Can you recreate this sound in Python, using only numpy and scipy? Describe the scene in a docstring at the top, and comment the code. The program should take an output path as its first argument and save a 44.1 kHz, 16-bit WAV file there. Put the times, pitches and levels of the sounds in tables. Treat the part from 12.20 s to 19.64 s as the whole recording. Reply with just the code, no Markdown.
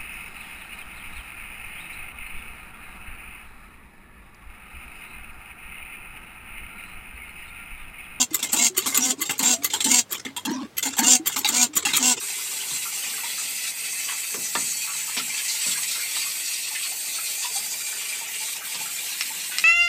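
"""Water jet filling a loft tank

A jet pours steadily into a half-full storage tank in a closed loft, heard from the rim.
Countless drops hiss and spatter on the surface, trapped bubbles plop, and the tank rings with it all.
Handling knocks boom in the tank wall, the water slaps now and then, and a fitting clicks twice."""
import sys
import numpy as np
from scipy import signal
from scipy.fft import rfft, irfft
from scipy.io import wavfile
from scipy.ndimage import uniform_filter1d

SR = 44100
rng = np.random.default_rng(int(sys.argv[2]) if len(sys.argv) > 2 else 0)


def unload_wav(signal):
    """Save mono or channel-first audio to the path in sys.argv[1] as 16-bit WAV at rate SR, clipped to [-1, 1]."""
    wavfile.write(
        sys.argv[1],
        SR,
        np.round(np.clip(np.atleast_2d(signal).T, -1, 1) * 32767).astype(np.int16),
    )


N = 328104
T = np.arange(N) / SR


# tone colour of the splash: freq_hz, gain_db
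SPLASH_EQ = [(600, -73), (900, -15), (1600, -11), (1850, -6.5), (2050, -1), (2600, 1), (3100, -4),
             (4650, -1.5), (5100, -4), (6200, 2), (8400, 3), (9700, -0.5), (13000, 2.5), (15300, -0.5)]
# strength of the jet, riding the patter and sizzle: time_s, level_db
FLOW = [(0, -30), (0.6, -31.5), (1.8, -31), (2.45, -31.5), (2.75, -30), (3.5, -28.5), (3.8, -29.5),
        (4.7, -29.5), (5.4, -32), (5.9, -31.5), (6.6, -33), (7.44, -33)]
# low churning that comes and goes on its own: time_s, level_db
CHURN = [(0, -39.5), (1.8, -36.5), (2.3, -41.5), (3.1, -35), (4.6, -37.5), (5.4, -40.5), (5.9, -37.5),
         (6.7, -38), (7.44, -36.5)]
# coarse patter, relative to the flow: time_s, gain_db
PATTER = [(0, -9.5), (1.2, -6), (2.7, -10), (3.3, -6), (4.1, -4.5), (5.3, -6.5), (6.1, -7.5), (7.44, -3.5)]
# bright spatter of small drops: time_s, level_db
SPATTER = [(0, -41.5), (1.4, -37), (2.05, -37), (2.3, -34), (2.65, -36.5), (2.85, -39), (3.3, -38),
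           (3.9, -51.5), (4.7, -42), (5.3, -36.5), (5.8, -39), (6.3, -41), (7.44, -45)]
# the jet falters for a moment: centre_s, length_s, dip_db
LULLS = [(1.53, .039, 6.5), (2.18, 0.036, 4), (2.29, 0.054, 4), (4.58, 0.039, 2.5), (4.76, .04, 3),
         (5.49, 0.027, 5), (6.09, 0.066, 7), (6.412, 0.047, 21)]
# a thicker slug of water lands: centre_s, length_s, lift_db
SURGES = [(.375, .022, 1), (.56, 0.044, 3), (1.49, 0.053, 2.5), (2.425, 0.15, 4.5), (3.49, 0.1, 4),
          (3.72, 0.017, 4.5), (3.98, 0.04, 1.5), (5.375, .045, 5), (6.31, 0.2, 2.5)]
def splash():
    """The jet breaks into clumps of drops, from low churn to fine spray, sputtering as they land."""
    clumps = wander(rate_hz=27)

    def layer(lo_hz, hi_hz, impacts, clump_db, own_db):
        """Drops of one size fill one band, spurting with the shared clumps and on their own."""
        def band_db(hz):
            skirts = (1 + (lo_hz / (hz + 1)) ** 16) * (1 + (hz / hi_hz) ** 16)
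            return at_hz(SPLASH_EQ, hz) - 10 * np.log10(skirts)

        spurts = gain_of(clump_db * clumps + own_db * wander(rate_hz=11.4))
        return unit_rms(equalise(drifting_tank(impacts * spurts, wet_db=1.5), band_db))

    churn = layer(430, 3690, drops(per_s=2400, spread_db=-1.0), clump_db=2.05, own_db=1.4)
    patter = layer(3400, 5870, drops(per_s=8000, spread_db=2.5), clump_db=1.5, own_db=1.67)
    spatter = layer(4920, 7700, drops(per_s=9100, spread_db=4.0), clump_db=1.0, own_db=3.1)
    sizzle = layer(7810, 8500, drops(per_s=13000, spread_db=0.5), clump_db=0.86, own_db=0.9)
    spray = layer(8870, 20200, drops(per_s=20000, spread_db=2.0), clump_db=0.05, own_db=1.0)

    # each layer takes its own share of the jet's swings
    flow_db = envelope(FLOW)
    sputter_db = humps(SURGES) - humps(LULLS)
    churn *= gain_of(envelope(CHURN) + 0.44 * sputter_db)
    patter *= gain_of(envelope(PATTER) + flow_db + sputter_db)
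    spatter *= gain_of(envelope(SPATTER) + 0.27 * sputter_db)
    sizzle *= gain_of(-2.5 + flow_db + sputter_db)
    spray *= gain_of(-35.5 + 0.42 * (flow_db - flow_db.mean()) + 0.22 * sputter_db)
    return air_space(churn + patter + spatter + sizzle + spray, swarm_db=2.5)


def drops(per_s, spread_db):
    """Drops land at random moments; a few are much louder (spread above 0) or softer (below 0)."""
    size = gain_of(spread_db * np.minimum(rng.exponential(1, N), 4))
    return unit_rms(size * rng.choice([-1., 1.], N) * (rng.random(N) < per_s / SR))


# resonances and dead spots of the air over the water: centre_hz, width_hz, lift_db
CAVITY = [(910, 100, 5), (1180, 120, -3), (1360, 60, 5), (1978, 45, 4), (2110, 70, 4), (2225, 50, -5),
          (2325, 45, 4), (2430, 70, -2), (2595, 90, 6), (3205, 60, 4), (3520, 300, -2.5), (3860, 80, 3),
          (4145, 60, 5), (4255, 40, 4), (4510, 110, 3), (4737, 70, 5), (5200, 250, -2), (6550, 50, 3.5),
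          (7135, 70, 3), (7805, 90, 6.5), (8010, 50, 3.5), (8230, 110, 2.5), (8565, 110, 4.5)]
# how far the microphone points into the tank: time_s, resonance_factor
MIC_AIM = [(0, 0.15), (.8, 0.26), (1.4, 0.62), (2.6, 1.4), (3.4, 0.64), (4.4, 0.86), (4.8, 0.49),
           (5.7, 0.33), (6.2, 0.13), (7.44, 0.12)]
def air_space(x, swarm_db):
    """The air space favours its resonances, and each passing swarm of like bubbles its own pitch."""
    hz, t, spectrum = signal.stft(x, SR, nperseg=1024, noverlap=768)
    lift_db = sum(db / (1 + (2 * (hz - centre) / width) ** 2) for centre, width, db in CAVITY)
    swarms = uniform_filter1d(rng.standard_normal(spectrum.shape[::-1]), size=8, axis=0)  # along time
    swarms = unit_rms(uniform_filter1d(swarms, size=5, axis=1)).T  # along frequency
    gain = gain_of(lift_db[:, None] * envelope(MIC_AIM, t) + swarm_db * swarms)
    gain /= np.sqrt(uniform_filter1d(gain ** 2, size=61, axis=0))  # peaks draw power from nearby bands
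    return signal.istft(spectrum * gain, SR, nperseg=1024, noverlap=768)[1][:N]


# large bubbles, soft gurgles to clear notes: start_s, tone_db, splat_db, pitch_hz, t60_s
PLOPS = [(0.011, -44, -33.5, 1264, 0.041), (0.186, -35, -44, 1060, .05), (0.654, -32, -31.5, 1156, 0.065),
         (.938, -31, -42, 1620, .05), (.978, -39, -37, 1176, .07), (1.033, -31, -38, 908, 0.067),
         (1.176, -41, -34, 1330, .06), (1.92, -38, -36, 960, 0.078), (2.674, -38, -32, 1216, 0.11),
         (2.878, -37, -37.5, 957, 0.079), (2.997, -31, -41, 1330, .055), (3.297, -27.5, -37, 2050, 0.056),
         (3.344, -37, -52, 880, 0.061), (3.556, -28, -36, 1606, 0.043), (3.575, -31.5, -40, 1026, 0.045),
         (3.752, -39, -35, 1350, 0.045), (3.79, -34, -35, 1490, 0.044), (4.061, -37.5, -36, 1173, 0.082),
         (4.512, -39, -40, 860, 0.085), (4.718, -32, -49, 765, 0.029), (4.983, -36.5, -40, 1330, 0.12),
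         (5.244, -32, -40, 922, 0.13), (5.355, -32, -43, 793, 0.13), (5.724, -40, -35, 1490, .055),
         (6.011, -32, -45, 890, 0.036), (6.085, -34, -39, 1930, 0.094), (6.205, -42.5, -51, 843, 0.27),
         (6.361, -37, -59, 904, 0.08), (6.417, -36, -35, 1280, .05), (6.607, -31.5, -39, 864, 0.062),
         (6.655, -36, -33.5, 1345, 0.13), (7.103, -35.5, -56, 880, 0.082), (7.316, -33, -36, 1487, 0.091)]
def plops():
    """Large bubbles pinch off with a wet splat, and each rings on in the tank."""
    out = np.zeros(N)
    for start_s, tone_db, splat_db, hz, t60 in PLOPS:
        splat = noise_burst(hz * 1.075, decay_s=0.011, octaves=0.28)
        plop = gain_of(splat_db) * tank(splat, wet_db=-3.5)
        add(plop, 0, gain_of(tone_db) * bubble(hz, t60, rise_per_s=1.78))
        add(out, start_s, tank(plop, wet_db=-5.0))
    return out


def bubble(hz, t60, rise_per_s):
    """A trapped bubble rings, and its pitch climbs as it nears the surface."""
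    t = T[:SR // 8]
    tone = np.sin(2 * np.pi * hz * (t + rise_per_s * t ** 2 / 2))
    attack = 1 - np.exp(-t * hz / 1.2)
    return tone * attack * gain_of(-60 * t / t60)


# small bubbles that stand clear of the splash: start_s, level_db, pitch_hz
PLINKS = [(.085, -41, 2230), (.405, -29.5, 3050), (.825, -30, 3000), (1.005, -29, 2600), (1.035, -30, 2330),
          (1.42, -43, 2040), (1.733, -30, 2060), (1.759, -42, 1830), (1.885, -31, 2900), (3.145, -26, 2630),
          (4.553, -41, 1760), (4.595, -29, 3200)]
def plinks(t60_cycles=200):
    """Small bubbles ring with a short rising note."""
    out = np.zeros(N)
    for start_s, level_db, hz in PLINKS:
        plink = bubble(hz, t60=t60_cycles / hz, rise_per_s=1.0)
        add(out, start_s, gain_of(level_db) * tank(plink, wet_db=-6.5))
    return out


# soft slaps and spits of water: start_s, level_db, centre_hz, decay_s, half_width_octaves
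SLAPS = [(.503, -25, 3600, .009, .15), (.895, -24.5, 3870, 0.012, 0.43), (1.885, -22.5, 1790, 0.013, 0.98),
         (2.971, -16.5, 3600, 0.016, 0.64), (3.28, -19, 5670, 0.035, 0.44), (3.296, -23, 4200, .012, .14),
         (3.51, -20, 4140, .014, 0.35), (3.711, -23, 4700, 0.011, .6), (3.951, -21.5, 3300, 0.02, 0.58),
         (4.549, -21.5, 2450, 0.014, 0.44), (6.544, -19, 3580, .008, 0.63)]
def slaps(attack_s=0.0016):
    """Lumps of water sink into the surface with a soft onset, and the walls throw the sound back."""
    out = np.zeros(N)
    for start_s, level_db, hz, decay_s, octaves in SLAPS:
        slap = noise_burst(hz, decay_s, octaves)
        slap *= 1 - np.exp(-T[:len(slap)] / attack_s)
        add(out, start_s, gain_of(level_db) * tank(slap, wet_db=-3.5))
    return out


# booming modes of the tank wall: pitch_hz, level_db, t60_s
WALL_MODES = [(122, -2.5, 1), (151, -0.5, 0.94), (176.5, 5.5, 0.51), (207, 1, 0.58), (247, 2.5, 0.76),
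              (269, 7, 0.32), (351, 0, 0.62), (421, -2.5, 0.61)]
# clattering modes of the rim: pitch_hz, level_db, t60_s
RIM_MODES = [(564, 4.5, 0.018), (884, -5, 0.024), (954, 15, 0.025), (1206, 8.5, 0.047), (1377, 3, 0.053),
             (1780, 8.5, 0.032)]
# handling knocks: start_s, boom_db, thud_db, clatter_db, crack_db, thud_hz, crack_hz, wall_t60_factor
KNOCKS = [(0.509, -42.5, -49, -39, -46, 115, 2700, .8), (2.142, -39, -29.5, -34, -23.5, 320, 1330, .55),
          (2.168, -39, -35, -43, -50, 330, 1500, 0.53), (2.3517, -31, -28, -22, -13, 249, 2030, 0.99),
          (2.369, -38, -38, -36, -29, 300, 1200, 0.7), (2.968, -36, -29, -27.5, -20, 397, 2670, 0.62),
          (3.462, -37.5, -34.5, -31.5, -41, 289, 2670, 0.83), (3.964, -50, -54, -33, -29, 350, 1690, .6),
          (5.399, -45.5, -51, -61, -40, 200, 2670, .9), (6.546, -46, -46, -37.5, -38, 298, 2670, 1.1),
          (6.591, -48, -55, -50, -49, 165, 2700, 1.2)]
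def knocks(thud_cycles=3.5):
    """Each knock thuds, cracks, rattles the rim and sets the wall booming; a hand on it damps the boom."""
    out = np.zeros(N)
    swell = 1 - np.exp(-(T[:SR] / 0.008) ** 2)  # the broad wall takes a moment to get moving
    for start_s, boom_db, thud_db, clatter_db, crack_db, thud_hz, crack_hz, t60_factor in KNOCKS:
        boom = swell * ring([(hz, db, t60 * t60_factor) for hz, db, t60 in WALL_MODES])
        add(out, start_s, gain_of(boom_db) * boom)
        thud = noise_burst(thud_hz, decay_s=thud_cycles / thud_hz, octaves=0.8)
        add(out, start_s, gain_of(thud_db) * tank(thud, wet_db=-7))
        add(out, start_s, gain_of(clatter_db + 1.5) * tank(ring(RIM_MODES), wet_db=1.5))
        crack = noise_burst(crack_hz, decay_s=0.0054, octaves=1.17)
        add(out, start_s, gain_of(crack_db) * tank(crack, wet_db=-12))
    return highpass(out, hz=80, order=3)


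# modes of the small part that clicks: pitch_hz, level_db, t60_s
CLICK_MODES = [(1360, -5, .014), (2080, -1.5, 0.028), (2480, 0, .012), (2780, -3, .024), (3970, -5, 0.018),
               (5200, -2, 0.01), (5750, -5, .009), (6350, -9, .014), (7550, -9, .014), (8530, -6.5, 0.027)]
# slapback off the near walls: delay_s, gain_db
ECHOES = [(.0085, -11), (0.0133, -9)]
# hard, close clicks: start_s, ring_db, crack_db, tilt_db_per_octave
CLICKS = [(7.0097, -8, -10.5, -2), (7.3844, -9, -9, 4)]
def clicks():
    """A hard fitting cracks and rings briefly, too small to give any bass; the near walls answer."""
    out = np.zeros(N)
    for start_s, ring_db, crack_db, tilt in CLICKS:
        snap = gain_of(ring_db) * ring([(hz, db + tilt * np.log2(hz), t60) for hz, db, t60 in CLICK_MODES])
        add(snap, 0, gain_of(crack_db) * noise_burst(hz=3300, decay_s=0.0015, octaves=1.1))
        add(out, start_s, tank(snap, wet_db=-7))
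        for delay_s, echo_db in ECHOES:
            add(out, start_s + delay_s, gain_of(echo_db) * snap)
    return highpass(out, hz=600, order=2)


def fizz(per_s=900, level_db=-45.0, lo_hz=1400, hi_hz=8500, sizes=36):
    """Tiny bubbles ping in the churned water; the smaller they are, the shorter they ring."""
    out = np.zeros(N)
    for hz in np.geomspace(lo_hz, hi_hz, sizes):
        pings = bubble_stream(bubble(hz, t60=70 / hz, rise_per_s=1.9), per_s / sizes, spread_db=-0.7, cap=3)
        out += np.sqrt(hz / lo_hz) * gain_of(at_hz(SPLASH_EQ, hz)) * pings
    return gain_of(level_db) * unit_rms(drifting_tank(out, wet_db=19.0))


def burble(per_s=40, level_db=-56.0, lo_hz=750, hi_hz=1800, sizes=20):
    """Faint, short bubbles keep up a soft burble between the louder plops."""
    out = np.zeros(N)
    for hz in np.geomspace(lo_hz, hi_hz, sizes):
        out += bubble_stream(bubble(hz, t60=0.03, rise_per_s=7.1), per_s / sizes, spread_db=4.0, cap=2)
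    return gain_of(level_db) * unit_rms(tank(out, wet_db=-9))


def bubble_stream(ping, per_s, spread_db, cap):
    """Bubbles of one size form at random, their levels straying by up to cap times the spread."""
    births = rng.random(N) < per_s / SR
    strength = gain_of(spread_db * np.minimum(rng.exponential(1, N), cap))
    return signal.oaconvolve(births * strength, ping)[:N]


# the two strongest notes of the air space: time_s, lower_db, upper_db
HOLLOW_LEVEL = [(0, -49, -49), (.9, -64, -61), (1.1, -47.5, -46), (1.9, -44, -45), (2.3, -61, -46),
                (2.55, -47, -41), (2.9, -75, -50), (3.2, -62, -50), (4.4, -45.5, -59), (4.8, -49, -46),
                (5.1, -41.5, -48), (5.4, -65, -40), (5.6, -49, -44), (6.2, -69, -52), (7.44, -56, -57)]
# their pitch shifts as the microphone moves: time_s, lower_hz, upper_hz
HOLLOW_PITCH = [(0, 2560, 4700), (1.299, 2576, 4810), (2.299, 2635, 4494), (3, 2573, 4400),
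                (4.299, 2570, 4540), (5.2, 2498, 4680), (7.44, 2310, 4890)]
def hollow_notes(width_hz=110):
    """The drops keep two narrow resonances of the air space singing; both duck when the jet falters."""
    out = np.zeros(N)
    level_times, *levels = np.transpose(HOLLOW_LEVEL)
    pitch_times, *pitches = np.transpose(HOLLOW_PITCH)
    for db, hz in zip(levels, pitches):
        cycles = np.cumsum(np.interp(T, pitch_times, hz)) / SR
        flutter = wander(width_hz / 2) + 1j * wander(width_hz / 2)
        note = unit_rms((flutter * np.exp(2j * np.pi * cycles)).real)
        out += note * gain_of(np.interp(T, level_times, db) - humps(LULLS))
    return out


# tone colour of the low drumming: freq_hz, gain_db
DRUM_EQ = [(25, -29), (50, -22), (85, -19.5), (120, -12), (170, -5.5), (260, -4), (340, -2), (470, 2.5),
           (620, -1.5), (900, 4), (1500, -42), (3000, -39)]
# slow level ride of the drumming: time_s, level_db
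DRUM_LEVEL = [(0, -52), (4, -55.5), (7.44, -54.5)]
def drumming():
    """The plunging jet drums on the water and the tank walls."""
    thrum = drifting_tank(drops(per_s=700, spread_db=3.5), wet_db=44.0)
    thrum = unit_rms(equalise(thrum, lambda hz: at_hz(DRUM_EQ, hz)))
    return thrum * gain_of(envelope(DRUM_LEVEL) + 1.1 * wander(rate_hz=17))


# reverb time inside the tank: freq_hz, t60_s
TANK_DECAY = [(150, 0.61), (400, 0.13), (900, 0.14), (2500, 0.15), (8000, 0.06), (15000, 0.024)]
def tank(x, wet_db):
    """The direct sound plus dense wall reflections, each band dying at its own speed."""
    length = SR // 2
    reflections = rng.choice([-1., 1.], length) * (rng.random(length) < 0.1) * (T[:length] > 0.002)
    hz, t, spectrum = signal.stft(reflections, SR, nperseg=256)
    decay = gain_of(-60 * t / at_hz(TANK_DECAY, hz)[:, None])
    tail = signal.istft(spectrum * decay, SR, nperseg=256)[1]
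    return x + gain_of(wet_db) * signal.fftconvolve(x, tail / np.linalg.norm(tail))[:len(x)]


def drifting_tank(x, wet_db, spots=6):
    """Reflection patterns crossfade as the microphone drifts from spot to spot."""
    position = T / T[-1] * (spots - 1)
    return sum(np.cos(np.pi / 2 * np.clip(position - k, -1, 1)) * tank(x, wet_db) for k in range(spots))


def ring(modes):
    """The dying modes of a struck body, each set off inwards or outwards; peak 1."""
    t = T[:SR]
    sound = sum(rng.choice([-1, 1]) * gain_of(db - 60 * t / t60) * np.cos(2 * np.pi * hz * t)
                for hz, db, t60 in modes)
    return sound / abs(sound).max()


def noise_burst(hz, decay_s, octaves):
    """Fast-dying contact noise, reaching the given octaves either side of hz."""
    t = T[:SR // 3]
    edges = np.minimum(hz * 2. ** np.array([-octaves, octaves]), SR / 2 - 1)
    noise = rng.choice([-1., 1.], len(t)) * np.exp(-t / decay_s)
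    burst = signal.sosfilt(signal.butter(3, edges, "bandpass", fs=SR, output="sos"), noise)
    return burst / np.linalg.norm(burst) * np.sqrt(decay_s * SR / 2) / 2


def humps(rows):
    """One smooth swell in dB per row, its length taken at half height."""
    return sum(db * np.cos(np.pi / 2 * np.clip((T - s) / length, -1, 1)) ** 2 for s, length, db in rows)


def wander(rate_hz):
    """Random modulation up to rate_hz; rms 1."""
    return unit_rms(equalise(rng.standard_normal(N), lambda hz: -10 * np.log10(1 + (hz / rate_hz) ** 4)))


def envelope(points, t=T):
    """Straight ramps between time breakpoints."""
    return np.interp(t, *np.transpose(points))


def at_hz(points, hz):
    """Reads a curve on a log-frequency axis."""
    freqs, values = np.transpose(points)
    return np.interp(np.log(hz + 1), np.log(freqs + 1), values)


def equalise(x, db_at):
    """Filters x by a function from Hz to dB."""
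    return irfft(rfft(x) * gain_of(db_at(np.fft.rfftfreq(len(x), 1 / SR))), len(x))


def highpass(x, hz, order):
    """Rolls off the lows."""
    return signal.sosfilt(signal.butter(order, hz, "highpass", fs=SR, output="sos"), x)


def gain_of(db):
    """Decibels to amplitude."""
    return 10 ** (np.asarray(db) / 20)


def unit_rms(x):
    """Scales to rms 1."""
    return x / np.sqrt(np.mean(x ** 2) + 1e-20)


def add(mix, start_s, sound):
    """Mixes a sound in at start_s."""
    part = mix[max(round(start_s * SR), 0):][:len(sound)]
    part += sound[:len(part)]


def scene():
    """Everything in the tank, in mono."""
    pour = splash() + drumming() + fizz() + burble() + plops() + plinks()
    return (pour + knocks() + clicks() + slaps() + hollow_notes())[None]


def record(dry):
    """A small microphone loses the deep bass, and a steep low-pass trims the very top."""
    lowpass = signal.firwin(1023, cutoff=15400, window=("kaiser", 9), fs=SR)
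    return signal.oaconvolve(highpass(dry, hz=45, order=3), lowpass[None], "same")


dry = scene()
out = record(dry)
unload_wav(out)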